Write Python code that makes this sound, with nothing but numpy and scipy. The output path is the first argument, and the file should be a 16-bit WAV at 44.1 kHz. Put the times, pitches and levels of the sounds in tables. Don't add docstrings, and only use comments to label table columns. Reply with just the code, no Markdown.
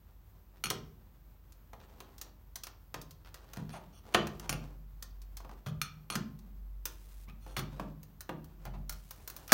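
import sys
import numpy as np
from scipy import signal
from scipy.fft import rfft, irfft, next_fast_len
from scipy.io import wavfile
from scipy.ndimage import uniform_filter1d

SR = 44100
rng = np.random.default_rng(int(sys.argv[2]) if len(sys.argv) > 2 else 0)


def put_to_file(sound):
    columns = np.atleast_2d(sound).T
    safe = np.clip(columns, -1, 1)
    whole_steps = np.round(safe * 32767)
    wavfile.write(sys.argv[1], SR, whole_steps.astype(np.int16))


N = 420536
HIT_SIZE = 16384
AGE = np.arange(HIT_SIZE) / SR
TIME = np.arange(N) / SR

# f/Hz, relative level/dB, time to fade by 60 dB/s
RING_TONES = [(1056, 5.5, 0.23), (1157, 0.5, 0.15), (1400, 0.5, 0.19), (1610, 4, .08), (1700, -5, .1),
              (1898, -2.5, 0.11), (2980, -2.5, 0.069)]
# f/Hz, relative level/dB, time to fade by 60 dB/s
BOWL_TONES = [(360.9, -0.5, 0.34), (522, -6, 0.064), (702, 5, 0.15), (1060, -4.5, 0.053)]
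# f/Hz, relative level/dB, time to fade by 60 dB/s
SHAFT_TONES = [(1269, 4.5, .016), (2450, 3.5, 0.014), (2860, 7, 0.0065), (3390, -2, .016), (4310, 0, 0.031),
               (5650, 3.5, .009), (6170, -7.5, 0.031), (6680, -3.5, 0.017), (8600, -2.5, .008),
               (9680, -5.5, .08), (11460, -3.5, 0.02)]
# f/Hz, relative level/dB
RING_CRACK = [(400, -28.5), (1200, 7.5), (2700, -1), (4500, -9), (10000, -32)]
# f/Hz, relative level/dB
GRIT = [(100, -21.5), (450, -1), (1200, 0), (5500, -7.5), (8000, -20.5), (15500, -13.5)]


def undb(db):
    return 10 ** (np.asarray(db) / 20)


def unit(x):
    return x / np.sqrt(np.mean(x ** 2))


def attack_unit(x):
    return x / np.sqrt(np.mean(x[:SR // 100] ** 2))


def fade(t, t60):
    return np.exp(-np.log(1000) * t / t60)


def colour(x, points):
    size = next_fast_len(len(x) // 2 + 1) * 4
    hz, db = np.transpose(points)
    log_hz = np.log(np.fft.rfftfreq(size, 1 / SR) + 1)
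    gain = undb(np.interp(log_hz, np.log(hz), db))
    cepstrum = irfft(np.log(gain))
    cepstrum[1:size // 2] *= 2
    cepstrum[size // 2 + 1:] = 0
    response = np.exp(rfft(cepstrum))
    return irfft(rfft(x, size) * response)[:len(x)]


def walk(rate):
    size = int(SR / rate)
    steps = np.repeat(rng.standard_normal(N // size + 1), size)
    return unit(uniform_filter1d(steps, size)[:N])


def grains(size, spread_db):
    chance = rng.random(size) < .05
    bump = rng.standard_normal(size)
    boost_db = spread_db * np.minimum(rng.exponential(size=size), 5)
    return unit(chance * bump * undb(boost_db))


def add(track, start, sound):
    i = min(max(int(start * SR), 0), N - 1)
    track[i:i + len(sound)] += sound[:N - i]


def swells(rows, attack, release):
    gain = 0
    for start, length, db in rows:
        rise = np.clip((TIME - start) / attack, 0, 1)
        fall = np.clip(1 - (TIME - start - length) / release, 0, 1)
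        gain = gain + undb(db) * rise * fall
    return gain


def ring_out(modes, detune, scatter_db=3):
    hz, db, t60 = np.transpose(modes)[:, :, None]
    strength, shift, side = rng.standard_normal((3, len(modes), 1))
    waves = np.sin(2 * np.pi * hz * (1 + detune * shift) * AGE) * fade(AGE, t60)
    gain = np.sign(side) * undb(db + scatter_db * strength)
    return attack_unit(np.sum(gain * waves, axis=0))


def struck(force, modes, points, crack_t60, modes_db, detune=0.006):
    noise = rng.standard_normal(HIT_SIZE) * fade(AGE, crack_t60)
    burst = rfft(signal.fftconvolve(force, noise)[:HIT_SIZE])
    even = irfft(burst / np.sqrt(np.abs(burst) + 1e-9))
    even = even * (1 - AGE / AGE[-1]) ** 2
    crack = attack_unit(colour(even, points))
    clear = signal.fftconvolve(force, ring_out(modes, detune))[:HIT_SIZE]
    return attack_unit(crack + undb(modes_db) * attack_unit(clear))


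def background():
    # t/s, length/s, level/dB
    drone_swells = [(4.3, 1.06, -49), (6.35, 0.41, -46.5), (6.85, 0.91, -51.5), (8.5, 0.35, -45)]
    # f/Hz, relative level/dB
    air_colour = [(20, -14), (50, 0), (75, 3.5), (140, -6), (250, -15.5), (500, -23.5), (1000, -24.5),
                  (2500, -34.5), (10500, -42.5), (12200, -32), (15600, -29)]
    drone_hz, drone_db, air_db = 47.8, -58, -59.5
    pitch = drone_hz * (1 + .012 * walk(1.2))
    strength = undb(drone_db) + swells(drone_swells, attack=0.25, release=.25)
    tone = unit(np.sin(2 * np.pi * np.cumsum(pitch) / SR))
    drone = tone * strength * undb(1.3 * walk(16))
    air = unit(colour(rng.standard_normal(N), air_colour)) * undb(air_db + 0.7 * walk(25))
    return drone + air


def rubbing(uneven_db=4.0, creep_db=-7):
    # t/s, length/s, level before creep_db lowers it/dB
    rub_rows = [(1.78, 0.45, -62), (3.25, 0.62, -61.5), (4.03, 0.64, -57), (5.38, 0.19, -64),
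                (7.45, 0.41, -57.5), (8.3, 0.64, -70.5), (9.15, 0.59, -59)]
    # f/Hz, relative level/dB
    rub_colour = [(80, -4.5), (200, 4.5), (1000, 4.5), (2000, -6), (6000, -13.5), (15500, -25)]
    resting_db = -74
    pressure = undb(resting_db) + swells(rub_rows, attack=0.041, release=.1)
    friction = unit(colour(grains(N, spread_db=1.85), rub_colour))
    return friction * pressure * undb(creep_db + uneven_db * walk(35))


def garage(x, gap=0.0041, build=0.0027):
    # f/Hz, time to fade by 60 dB/s, level/dB
    wall_bands = [(109, 0.96, 8.5), (237.6, 0.75, 3.5), (525, 0.46, -1.5), (1414, 0.35, -6),
                  (4470, .34, -7.5), (9950, 0.13, -12), (15000, 0.3, -14)]
    t = np.arange(SR) / SR
    hz, t60, db = np.transpose(wall_bands)
    noise = rfft(rng.standard_normal(SR))
    log_hz = np.log(np.arange(len(noise)) + 1)
    echo = np.zeros(SR)
    for band, decay, gain in zip(np.eye(len(hz)), t60, undb(db)):
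        shape = np.clip((t - gap) / build, 0, 1) * fade(t, decay)
        band_noise = irfft(noise * np.interp(log_hz, np.log(hz), band), SR)
        echo += gain * band_noise * shape / np.linalg.norm(shape)
    return signal.fftconvolve(x, echo)[:N]


def standing_wave(x, hz=153.36, gain_db=10.5, t60=1.2):
    decay = fade(TIME, t60)
    hum = 2 * np.sin(2 * np.pi * hz * TIME) * decay / decay.sum()
    return undb(gain_db) * signal.fftconvolve(x, hum)[:N]


def clicks(rows, chatter, slip, side_s=6.7, side_db=6, light_db=-52.5):
    # f/Hz, relative level/dB
    bowl_crack = [(70, -15.5), (300, -0.5), (1000, 2), (2000, -31), (4000, -40)]
    # f/Hz, relative level/dB
    edge_crack = [(1200, -19), (4300, -1.5), (6200, 1.5), (7500, -5), (11000, -5.5), (15500, -1.5)]
    out = np.zeros(N)
    for start, ring_db, bowl_db, edge_db in rows:
        force = chatter * grains(HIT_SIZE, spread_db=-1.5) * np.exp(-AGE / slip)
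        force[0] += 1
        dull_db = np.clip(0.5 * (ring_db - light_db), 0, 6)
        top_db = side_db * (start > side_s) - dull_db
        edge_colour = [(hz, db + top_db * max(np.log2(hz / 7000), 0)) for hz, db in edge_crack]
        ring = struck(force, RING_TONES, RING_CRACK, crack_t60=0.043, modes_db=-10.5)
        bowl = struck(force, BOWL_TONES, bowl_crack, crack_t60=0.039, modes_db=-13.0)
        edge = struck(force, SHAFT_TONES, edge_colour, crack_t60=0.029, modes_db=-20)
        add(out, start, undb(ring_db) * ring + undb(bowl_db) * bowl + undb(edge_db) * edge)
    return out


def ticks():
    # t/s, level at the edge/dB
    tick_rows = [(0.6389, -39), (1.522, -59), (2.1809, -52.5), (2.2136, -40.5), (2.557, -39),
                 (2.6354, -40.5), (3.0149, -48), (3.1083, -52.5), (5.0249, -41.5), (5.2175, -56.5),
                 (5.3698, -45), (5.8163, -37), (6.39, -61.5), (6.8546, -32), (8.0307, -51.5),
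                 (8.2067, -40.5), (8.4435, -55.5), (8.8947, -35), (8.9244, -46), (9.1083, -40.5),
                 (9.276, -38), (9.2996, -42), (9.3643, -42.5), (9.4786, -44.5)]
    ring_share_db, bowl_share_db = -14, -21
    rows = [(start, db + ring_share_db, db + bowl_share_db, db) for start, db in tick_rows]
    return clicks(rows, chatter=0.098, slip=0.0056)


def clanks(chatter=0.098, slip=0.004):
    # t/s, level/dB
    clank_rows = [(0.6391, -32), (.657, -36.5), (0.6686, -41.5), (4.4936, -35.5), (5.8158, -31.5),
                  (6.1016, -37.5), (7.566, -40)]
    out = np.zeros(N)
    for start, db in clank_rows:
        force = chatter * grains(HIT_SIZE, spread_db=1) * np.exp(-AGE / slip)
        force[0] += 1
        ringing = ring_out(SHAFT_TONES, detune=.005, scatter_db=0.5)
        shaft = signal.fftconvolve(force, ringing)[:HIT_SIZE]
        add(out, start, undb(db) * attack_unit(shaft))
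    return out


def thumps(below_db=-12, above_db=-18.5):
    # t/s, level/dB, pitch f/Hz
    thump_rows = [(.642, -48.5, 173), (.705, -47.5, 170), (2.945, -56, 133), (3.572, -43.5, 198),
                  (4.146, -39, 117), (4.148, -37, 285), (4.497, -43, 164), (5.665, -40.5, 142),
                  (6.105, -51, 217), (6.156, -38, 195), (7.28, -56, 150), (7.572, -43, 180),
                  (7.797, -45, 200), (8.292, -48, 173), (8.66, -50, 163), (8.75, -52, 172),
                  (9.520, -29, 151)]
    # f/Hz, relative level/dB, time to fade by 60 dB/s
    wing_tones = [(87, 0.5, 0.16), (135, -4, 0.17), (153.16, -1, 0.71), (215.9, 4.5, 0.31),
                  (266.2, -1, 0.31)]
    out = np.zeros(N)
    push = np.ones(1)
    for start, db, hz in thump_rows:
        low_side = [(hz / 8, 3 * below_db), (hz / 2.5, below_db), (hz / 1.3, 0)]
        high_side = [(hz * 1.2, 0), (hz * 2.5, above_db), (hz * 12, -60)]
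        modes = [(f, mode_db - 10 * np.log2(f / hz) ** 2, t60) for f, mode_db, t60 in wing_tones]
        thud = struck(push, modes, low_side + high_side, crack_t60=0.06, modes_db=-11.0)
        first_25_ms = thud[:SR // 40]
        add(out, start, undb(db) * thud / np.sqrt(np.mean(first_25_ms ** 2)))
    return out


def knocks(ring_share_db=1.5, ring_growth=0.32, medium_db=-48):
    # t/s, level/dB, depth/dB (above 0 more in the bowl, below 0 more in the sharp edge)
    knock_rows = [(0.7015, -45, -14), (0.7086, -42.5, 4), (1.732, -55, 5), (2.0035, -52.5, -2),
                  (2.669, -51.5, -5), (2.9422, -44, 1), (3.343, -53.5, -5), (3.534, -53, -5.5),
                  (3.5699, -52, 2), (4.124, -62, 6), (4.1456, -29, 4), (4.2699, -48.5, -3),
                  (4.397, -53, -6), (4.4942, -41, -7.5), (5.403, -58.5, 5), (5.447, -59, 7.5),
                  (5.493, -58.5, 6.5), (5.513, -59.5, 5), (5.6661, -50.5, 3.5), (6.101, -47, -2),
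                  (6.1541, -40.5, -5), (7.4639, -57, 5.5), (7.5673, -44, -2), (7.5917, -44, -3),
                  (7.797, -46.5, 8), (8.292, -46, 7.5), (8.6527, -53.5, -5)]
    rows = []
    for start, db, depth_db in knock_rows:
        ring_db = db + ring_share_db + ring_growth * (db - medium_db)
        rows.append((start, ring_db, db + depth_db, db - depth_db))
    return clicks(rows, chatter=0.096, slip=0.0026)


def scrapes(landing=7, firm_db=-45, softening=0.32):
    # t/s, length/s, level of the grit/dB, level of the ringing shaft/dB
    scrape_rows = [(.703, 0.012, -42.5, -45), (4.14, 0.01, -43, -41), (4.526, 0.015, -39, -44),
                   (5.661, 0.035, -51.5, -52), (6.106, 0.051, -51.5, -46), (7.567, 0.031, -42.5, -44),
                   (9.493, 0.059, -48, -58)]
    out = np.zeros(N)
    for start, length, grit_db, shaft_db in scrape_rows:
        stroke = np.exp(-(AGE / length) ** 4)
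        force = grains(HIT_SIZE, spread_db=3.0) * stroke
        rim = struck(force, RING_TONES, RING_CRACK, crack_t60=.02, modes_db=-9.0)
        grit = unit(colour(force, GRIT)) + .5 * unit(rim)
        force[0] += landing * min(undb(max(grit_db, shaft_db) - firm_db), 1)
        tilt_db = min(softening * (shaft_db - firm_db), 0)
        lowest_hz = SHAFT_TONES[0][0]
        modes = [(hz, db + tilt_db * np.log2(hz / lowest_hz), t60) for hz, db, t60 in SHAFT_TONES]
        ringing = ring_out(modes, scatter_db=1.5, detune=.005)
        shaft = unit(signal.fftconvolve(force, ringing)[:HIT_SIZE])
        mix = undb(grit_db) * unit(grit) + undb(shaft_db) * shaft
        add(out, start, np.sqrt(stroke.mean()) * mix)
    return out


def crunches(catches_per_s=90, catch_s=.0012, bed=0.22):
    # t/s, length/s, level/dB
    crunch_rows = [(1.801, .02, -63), (3.248, 0.05, -61.5), (3.348, 0.035, -61.5), (3.468, 0.07, -68.5),
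                   (3.562, .016, -55), (3.693, .02, -53.5), (7.282, 0.024, -60)]
    out = np.zeros(N)
    for start, length, db in crunch_rows:
        rate = catches_per_s * np.repeat(rng.uniform(.3, 1.7, HIT_SIZE // 256), 256)
        since_catch = np.cumsum(rate) / SR % 1 / rate
        stroke = np.exp(-(AGE / length) ** 4)
        force = grains(HIT_SIZE, spread_db=1.5) * (bed + np.exp(-since_catch / catch_s)) * stroke
        add(out, start, undb(db) * np.sqrt(stroke.mean()) * unit(colour(force, GRIT)))
    return out


def slides(uneven_db=3):
    # t/s, length/s, level/dB
    slide_rows = [(3.7, 0.071, -56.5), (3.92, .07, -63.5), (7.402, 0.148, -65.5), (8.634, 0.037, -60)]
    force = grains(N, spread_db=2) * undb(uneven_db * walk(60))
    out = np.zeros(N)
    for row in slide_rows:
        singing = signal.fftconvolve(force, ring_out(SHAFT_TONES, detune=0.014))[:N]
        out += unit(singing) * swells([row], attack=0.044, release=0.013)
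    return out


def creaks(slip_hz=330, sag_per_s=3.3, jitter=0.1):
    # t/s, length/s, level/dB
    creak_rows = [(3.737, 0.047, -48), (8.654, 0.029, -49), (8.737, 0.027, -53.5)]
    # f/Hz, relative level/dB
    creak_colour = [(250, -14), (750, 8), (1500, -5.5), (3200, -14.5), (6000, -23), (14000, -37.5)]
    out = np.zeros(N)
    for start, length, db in creak_rows:
        unsteady = np.repeat(rng.standard_normal(HIT_SIZE // 128), 128)
        slips_per_s = slip_hz * np.exp(jitter * unsteady - sag_per_s * AGE)
        turns = np.cumsum(slips_per_s) / SR
        stroke = np.exp(-(AGE / length) ** 4)
        force = np.diff(np.floor(turns), prepend=-1) * stroke
        body = struck(force, BOWL_TONES, creak_colour, crack_t60=.03, modes_db=-11, detune=0.02)
        add(out, start, undb(db) * np.sqrt(stroke.mean()) * unit(body))
    return out


def fine_hiss():
    # start t/s, end t/s, level/dB
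    hiss_rows = [(6.86, 7.254, -65.5), (8.906, 9.53, -65.5)]
    gain = sum(undb(db) * ((TIME > start) & (TIME < end)) for start, end, db in hiss_rows)
    grain = grains(N, spread_db=0.5) * undb(walk(50))
    return uniform_filter1d(gain, SR // 50) * grain


def squeaks(rough_hz=55, rise=.08):
    # t/s, length/s, starting pitch f/Hz, level/dB, level of the octave/dB
    squeak_rows = [(7.276, 0.038, 1157, -59.5, -58), (7.675, .125, 3630, -72, -88)]
    out = np.zeros(N)
    for start, length, hz, db, octave_db in squeak_rows:
        progress = np.minimum(AGE / length, 1)
        pitch = hz * (1 + rise * progress) + rough_hz * walk(500)[:HIT_SIZE]
        phase = 2 * np.pi * np.cumsum(pitch) / SR
        stroke = np.sqrt(np.abs(np.sin(np.pi * progress)))
        tones = undb(db) * np.sin(phase) + undb(octave_db) * np.sin(2 * phase)
        add(out, start, stroke * tones)
    return out


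def release():
    start, ring_db, bowl_db, edge_db = 9.520, -19, -20, -16
    return clicks([(start, ring_db, bowl_db, edge_db)], chatter=0.13, slip=0.043)


def scene():
    hits = ticks() + clanks() + thumps() + knocks() + release()
    friction = rubbing() + scrapes() + crunches() + slides() + creaks() + squeaks()
    work = hits + friction
    room = garage(work) + standing_wave(work)
    return (work + room + fine_hiss() + background())[None]


def record(dry):
    rumble_cut = signal.butter(4, 36, "high", fs=SR, output="sos")
    top_cut = signal.ellip(10, .2, 80, 15900, fs=SR, output="sos")
    thinned = signal.sosfilt(rumble_cut, dry)
    return signal.sosfilt(top_cut, thinned)


dry = scene()
out = record(dry)
put_to_file(out)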